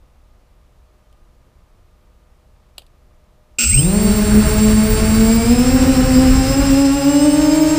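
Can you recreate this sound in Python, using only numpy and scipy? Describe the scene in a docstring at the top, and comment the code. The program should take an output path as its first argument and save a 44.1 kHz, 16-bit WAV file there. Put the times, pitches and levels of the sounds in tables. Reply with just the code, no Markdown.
"""On a quiet driveway a small quadcopter, with the microphone on its frame, clicks, spins up and lifts off.
Its blades radiate harmonics of their passing rate, and rotors of unequal speed beat. The motors start
with a rough surge of current and whistle around their switching tone. The turbulent downwash hisses and
buffets the microphone, easing once the craft is clear of the ground. Behind lie a rumble and a far hum."""
import sys
import numpy as np
from scipy import signal
from scipy.fft import rfft, irfft, next_fast_len
from scipy.io import wavfile
from scipy.ndimage import uniform_filter1d

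SR = 44100
rng = np.random.default_rng(int(sys.argv[2]) if len(sys.argv) > 2 else 0)


def log_audio(samples):
    """Write samples as a 16-bit WAV file to the path given in sys.argv[1]."""
    # one column per channel
    frames = np.atleast_2d(samples).T
    # limit to full scale, then quantise
    limited = np.clip(frames, -1, 1)
    pcm = np.round(limited * 32767).astype(np.int16)
    wavfile.write(sys.argv[1], SR, pcm)


N = 343317
TIME = np.arange(N) / SR
START_S, CURRENT_RISE_S, SWITCH_HZ = 3.585, 0.0038, 7553

# Levels in the tables are relative.
# Harmonics of the blade-passing tone: blade_rate_multiple, level_db
BLADE_HARMONICS = [(1, -0.5), (2, -11.5), (3, -19), (4, -25.5), (5, -28), (6, -32.5), (7, -35), (8, -42),
                   (9, -39), (11, -56)]
# Harmonics of one unbalanced rotor: shaft_rate_multiple, level_db
IMBALANCE_HARMONICS = [(1, -14.5), (3, -26), (5, -32)]
# Speed the motors aim for: time_s, blade_rate_hz
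THROTTLE = [(4.35, 210.3), (5.1, 217.2), (5.42, 226.6), (5.8, 252.3), (6.2, 256.5), (6.8, 274.5),
            (7.25, 277), (7.78, 297)]
# Balancing pushes on one rotor: peak_s, half_width_s, extra_blade_rate_hz
BALANCE_PUSHES = [(3.96, .19, 25), (4.36, .33, 2.3), (5.58, .16, 6.5), (5.83, .22, 12.2), (6.6, .05, 12.3),
                  (7.21, .18, 7.9), (7.56, .33, 20.4)]
# Magnetic tones: switching_multiple, blade_rate_multiple, level_db, full_load_gain_db, faster_motor_share
MAGNETIC_TONES = [(1, 7, -28, 13, .15), (1, 3.5, -44, 4, .3), (1, -1, -38, 4, .3), (1, 1, -45, 4, .3),
                  (1, -7.5, -40, 3, .3), (1, -9.5, -35, -4, .95), (1, -10.5, -43, 4, .3),
                  (1, -15, -41, 5, .3), (1, -18, -43, 24, .1), (2, -7, -33, 0, .3), (0, 21, -30, 11, .95),
                  (0, 10, -35, 0, .9)]
# Transmission of motor tones through the frame: frequency_hz, gain_db
FRAME_RESPONSE = [(1700, -29), (2300, 1.5), (2650, -7.5), (2900, 1.5), (3300, -15.5), (4400, -8),
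                  (5200, -2), (5800, -12), (6500, -9), (7300, -6), (8200, 9), (9050, -2.5), (9600, -23),
                  (13500, -23), (15000, -10)]
# Climbing whines: start_s, climb_s, length_s, from_hz, to_hz, level_db
WHINES = [(5.35, .4, 2.49, 4700, 5280, -37), (5.82, .52, 2, 3850, 5170, -31.5),
          (7.12, .2, 0.25, 8170, 8280, -40)]
# Resonances of the frame: centre_hz, width_hz, gain_db
FRAME_MODES = [(220, 80, 2), (500, 90, -9.5), (1407, 160, -5.5), (2525, 280, -2.5), (2674, 380, 3),
               (5290, 1480, -3), (6180, 880, -9), (7500, 220, 1), (8270, 260, 7), (14300, 440, -10)]
# Spectrum of eddies on the microphone: frequency_hz, level_db
BUFFET_SPECTRUM = [(15, -14), (35, 0.5), (70, -3.5), (120, -8.5), (180, -14), (300, -19), (500, -27.5),
                   (750, -36), (1500, -30.5), (2500, -40.5), (3300, -58)]
# Spectrum of the blade-tip hiss: frequency_hz, level_db
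HISS_SPECTRUM = [(150, -8), (500, 1.5), (1000, 3), (1600, 3), (2700, 4.5), (3300, -1), (4000, 1.5),
                 (5300, 1.5), (6300, -3), (7000, -2.5), (8300, 2.5), (9300, -2), (10800, -13), (15000, -6)]
# Gusts thrown back by the ground: peak_s, half_width_s, gain_db
GROUND_GUSTS = [(3.755, 0.036, 12), (4.42, 0.22, 3), (5.08, 0.11, 4), (6.2, 0.57, 2.5), (6.72, 0.073, 3.5)]
# Plastic clicks: start_s, level_db
CLICKS = [(1.127, -53), (2.7806, -38), (2.7818, -25), (2.793, -46), (2.8195, -47), (2.866, -50)]
# Spectrum of a click: frequency_hz, level_db
CLICK_SPECTRUM = [(150, -25), (330, -6), (500, 6.5), (800, 1.5), (1200, -7), (2100, -17), (2900, 4),
                  (3700, -1), (4700, -1), (5700, -20), (8000, -9), (11500, -13), (13300, -14), (15500, -19)]
# Spectrum of the outdoor air: frequency_hz, level_db
AIR_SPECTRUM = [(12, -36), (20, 1), (64, -1), (87, -11), (310, -24.5), (337, -23), (367, -22.5), (398, -28),
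                (433, -24.5), (620, -26), (818, -27), (1240, -29), (1460, -33.5), (15000, -49.5)]
# Partials of a distant machine: pitch_hz, level_db
HUM_PARTIALS = [(366.1, -78), (495.3, -74), (554.5, -80), (608.3, -68), (1222, -72.5)]


def rotors(blade_db=-11.5, far_db=-18, slow_db=-2, spread_hz=7, hunt_hz=2.65, hunt_rate_hz=6, hunt_s=5.1):
    """Beating: two near rotors and their motors differ in speed; two fainter rotors wander around them."""
    slow, fast = blade_rates()
    # once the legs unload, the throttle hunts to keep the craft level
    hunt = hunt_hz * np.clip(TIME - hunt_s, 0, 1) * np.sin(turn(hunt_rate_hz + walk(3)))
    slow, fast = slow + hunt, fast + hunt
    blades = undb(slow_db) * propeller(slow, turn(slow), BLADE_HARMONICS)
    blades += propeller(fast, turn(fast), BLADE_HARMONICS)
    shaft_phase = turn(fast) / 2  # two blades pass per revolution
    blades += propeller(fast, shaft_phase, IMBALANCE_HARMONICS) * (fast / fast.max()) ** 2
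    for speed_ratio in (.96, 1.03):
        hz = slow * speed_ratio + spread_hz * slow / slow.max() * walk(3.6)
        blades += undb(far_db) * propeller(hz, turn(hz), BLADE_HARMONICS[:3])
    return undb(blade_db) * blades + motors((slow, fast), torque())


def propeller(hz, phase, harmonics, bite_hz=72, sharp_hz=190, flutter_db=1.8, gust_db=1.76):
    """Periodic blade loading: harmonics swell and brighten with speed, and turbulence shakes them."""
    thrust = hz ** 4 / (hz ** 4 + bite_hz ** 4)
    brightness = np.clip(hz / sharp_hz, 0, 1)
    low_flutter, high_flutter = undb(flutter_db * walk(40)), undb(gust_db * walk(60))
    tone = 0
    for k, db in harmonics:
        flutter = low_flutter if k <= 2 else high_flutter
        tone += undb(db) * brightness ** min(k - 1, 2) * np.cos(k * phase) * flutter
    return thrust * tone


def blade_rates(spin_up_s=.212, lead_hz=1.5):
    """Inertia: the rotors run up gradually to the throttle; one leads, more so in balancing pushes."""
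    aim_hz, = curves(THROTTLE)
    age = np.maximum(TIME - START_S, 0)
    run_up = 1 - np.exp(-(age / spin_up_s) ** 1.2)  # a power over 1 gives a sluggish first moment
    return aim_hz * run_up, (aim_hz + lead_hz) * run_up + swells(BALANCE_PUSHES)


def motors(rates, load, level_db=1.0, rough_db=1.0, strain_db=3.5):
    """Modulation: seven magnet pairs pass the coils, making tones and sidebands of the switching rate."""
    carrier = 2 * np.pi * SWITCH_HZ * TIME
    out = 0
    for hz, faster in zip(rates, (False, True)):
        phase = turn(hz) + (.005 + .05 * load) * walk(250)
        tones = 0
        for k, order, db, load_db, share in MAGNETIC_TONES:
            # each tone flares up as it glides through a resonance of the frame
            gain = undb(db + load_db * load) * colour(FRAME_RESPONSE, k * SWITCH_HZ + order * hz)
            tones += (share if faster else 1 - share) * gain * np.sin(k * carrier + order * phase)
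        # ragged under load, cleaner at speed
        out += tones * undb((rough_db + strain_db * load) * walk(200))
    return undb(level_db) * out * ramp(START_S, CURRENT_RISE_S)


def torque(first=.4, peak=0.61, cruise=0.077, attack_s=.05, hold_s=0.23, release_s=0.037):
    """Inertial load, 0 to 1: high while the rotors gather speed, light afterwards."""
    age = np.maximum(TIME - START_S, 0)
    pull = first + (peak - first) * np.minimum(age / attack_s, 1)
    return cruise + (pull - cruise) * np.exp(-np.maximum(age - hold_s, 0) / release_s)


def motor_whines(flicker_db=4.0, jitter_hz=12, waver_hz=80, stray_hz=50, waver_rate_hz=6.2, fade_s=0.082):
    """Frequency modulation: thin whines climb at take-off, then waver as the craft balances."""
    out = 0
    for start_s, climb_s, length_s, from_hz, to_hz, db in WHINES:
        waver = waver_hz * np.sin(turn(waver_rate_hz + walk(3))) + stray_hz * walk(9)
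        hz = from_hz + ramp(start_s, climb_s) * (to_hz - from_hz + waver)
        envelope = ramp(start_s, fade_s) - ramp(start_s + length_s, fade_s)
        gain = envelope * colour(FRAME_RESPONSE, hz) * undb(db + flicker_db * walk(50))
        out += gain * np.sin(turn(hz + jitter_hz * walk(150)))
    return out


def switching_tone(tone_db=-29.5, octave_db=-31.0, inrush_db=10, octave_inrush_db=4, inrush_s=.19,
                   octave_open_db=-12.5, drift_hz=3, flicker_db=3.0, octave_flicker_db=4.0):
    """Forced vibration: chopped current makes the coils sing, loudest during the inrush."""
    inrush = np.exp(-((TIME - START_S) / inrush_s) ** 2)
    aim_hz, = curves(THROTTLE)
    throttle_opening = (aim_hz - aim_hz.min()) / np.ptp(aim_hz)
    phase = turn(SWITCH_HZ + drift_hz * walk(50))
    tone = undb(tone_db + inrush_db * inrush + flicker_db * walk(70)) * np.sin(phase)
    octave_level = octave_db + octave_inrush_db * inrush + octave_open_db * throttle_opening
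    octave = undb(octave_level + octave_flicker_db * walk(70)) * np.sin(2 * phase + .8 * walk(150))
    return (tone + octave) * ramp(START_S, CURRENT_RISE_S)


def current_surge(level_db=-16, attack_s=0.002, hold_s=0.021, decay_s=0.13, rough_db=2):
    """Resonance: until the motors lock in, ragged jolts of current excite the modes of the frame."""
    jolts = rng.standard_normal(N) * undb(rough_db * walk(500))
    ring = sum(undb(db) * band(band(jolts, hz, width), hz, width) for hz, width, db in FRAME_MODES)
    age = TIME - START_S
    envelope = np.clip(age / attack_s, 0, 1) * np.exp(-np.maximum(age - hold_s, 0) / decay_s)
    return undb(level_db) * unit(ring) * envelope


def downwash(buffet_db=-18, hiss_db=-27.5, clear_buffet_db=-13, clear_hiss_db=-2,
             eddy_db=1.1, flicker_db=0.85, pulse_depth=0.14, rumble_hz=130, full_wash_hz=205):
    """Turbulence: eddies buffet the microphone and blade tips hiss, both growing with rotor speed."""
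    slow, fast = blade_rates()
    wash = np.clip(slow / full_wash_hz, 0, 1)
    clear = ramp(start_s=6.61, length_s=0.42)  # the craft leaves its own ground wash
    eddies = noise(BUFFET_SPECTRUM)
    rumble = signal.sosfiltfilt(signal.butter(2, rumble_hz, fs=SR, output="sos"), eddies)
    # slow air only rumbles; small eddies come with speed
    eddies = rumble + (eddies - rumble) * wash ** 3
    buffet_level = buffet_db + swells(GROUND_GUSTS) + clear_buffet_db * clear + eddy_db * walk(25.04)
    buffet = eddies * wash ** 1.8 * undb(buffet_level)
    hiss = noise(HISS_SPECTRUM) * wash ** 3.2
    hiss *= undb(hiss_db + clear_hiss_db * clear + flicker_db * walk(60))
    blade_pulses = 1 + pulse_depth * np.cos(turn(fast))
    return buffet + hiss * blade_pulses


def plastic_clicks(decay_s=0.0019, tail_db=-23, tail_s=0.018):
    """Damping: each plastic snap dies away exponentially and leaves a faint ring."""
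    envelope = np.zeros(N)
    for start_s, db in CLICKS:
        age = np.maximum(TIME - start_s, 0)
        decay = np.exp(-age / decay_s) + undb(tail_db) * np.exp(-age / tail_s)
        envelope += (TIME >= start_s) * undb(db) * decay
    snaps = envelope * rng.standard_normal(N)
    return shaped(snaps, CLICK_SPECTRUM) * snaps.std()


def outdoor_background(air_db=-49.5, sway_db=-0.5, hum_db=1):
    """Ambient noise: a low rumble sways beneath the partials of a far-off machine."""
    air = noise(AIR_SPECTRUM)
    rumble = band(air, hz=50, width_hz=110)
    hum = sum(undb(db + 2.3 * walk(5.05)) * np.sin(turn(hz + 2.5 * walk(15))) for hz, db in HUM_PARTIALS)
    sway = rumble * (undb(sway_db * walk(9.1)) - 1)
    return undb(air_db) * (air + sway) + undb(hum_db) * hum


def undb(db):
    """Decibels to amplitude ratio."""
    return 10 ** (np.asarray(db) / 20)


def unit(x):
    """Normalisation to rms 1."""
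    return x / np.sqrt(np.mean(x ** 2))


def curves(table):
    """Linear interpolation of a table's columns over time."""
    times, *columns = np.transpose(table)
    return [np.interp(TIME, times, column) for column in columns]


def ramp(start_s, length_s):
    """A raised-cosine step from 0 to 1."""
    return .5 - .5 * np.cos(np.pi * np.clip((TIME - start_s) / length_s, 0, 1))


def swells(table):
    """A sum of Gaussian swells, one for each row."""
    return sum(size * np.exp(-((TIME - peak_s) / half_s) ** 2) for peak_s, half_s, size in table)


def walk(rate_hz):
    """Smooth random fluctuation with a spread near 1."""
    hold = max(int(SR / rate_hz), 1)
    steps = np.repeat(rng.standard_normal(N // hold + 1), hold)
    return 1.3 * uniform_filter1d(uniform_filter1d(steps, hold), hold)[:N]


def turn(hz):
    """Phase in radians, the integral of frequency."""
    return 2 * np.pi * np.cumsum(hz) / SR


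def band(x, hz, width_hz):
    """A second-order resonance, gain 1 at its centre."""
    return signal.lfilter(*signal.iirpeak(min(hz, SR / 2 - 1), hz / width_hz, fs=SR), x)


def colour(spectrum, hz):
    """Frequency response: the gain of a spectrum at the given frequencies."""
    points, db = np.transpose(spectrum)
    return undb(np.interp(hz, points, db))


def shaped(x, spectrum):
    """Filtering by a spectrum that rolls off beyond its ends, at rms 1."""
    hz, db = np.transpose(spectrum)
    size = next_fast_len(N, True)
    bins_hz = np.maximum(np.arange(size // 2 + 1) * SR / size, 1)
    gain = undb(np.interp(np.log(bins_hz), np.log(hz), db))
    roll_off = np.minimum(bins_hz / hz[0], 1) * np.minimum(hz[-1] / bins_hz, 1) ** 2
    return unit(irfft(rfft(x, size) * gain * roll_off, size)[:N])


def noise(spectrum):
    """Coloured noise of rms 1."""
    return shaped(rng.standard_normal(N), spectrum)


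def scene():
    """Superposition: all sources add at the one microphone."""
    craft = rotors() + motor_whines() + switching_tone() + current_surge() + downwash()
    return (craft + plastic_clicks() + outdoor_background())[None]


def record(dry):
    """Saturation and band limiting: the camera rounds the highest peaks and cuts the top."""
    ceiling, cutoff_hz = .95, 15250
    rounded = dry / (1 + (dry / ceiling) ** 6) ** (1 / 6)
    return signal.sosfilt(signal.ellip(10, .1, 80, cutoff_hz, fs=SR, output="sos"), rounded)


dry = scene()
out = record(dry)
log_audio(out)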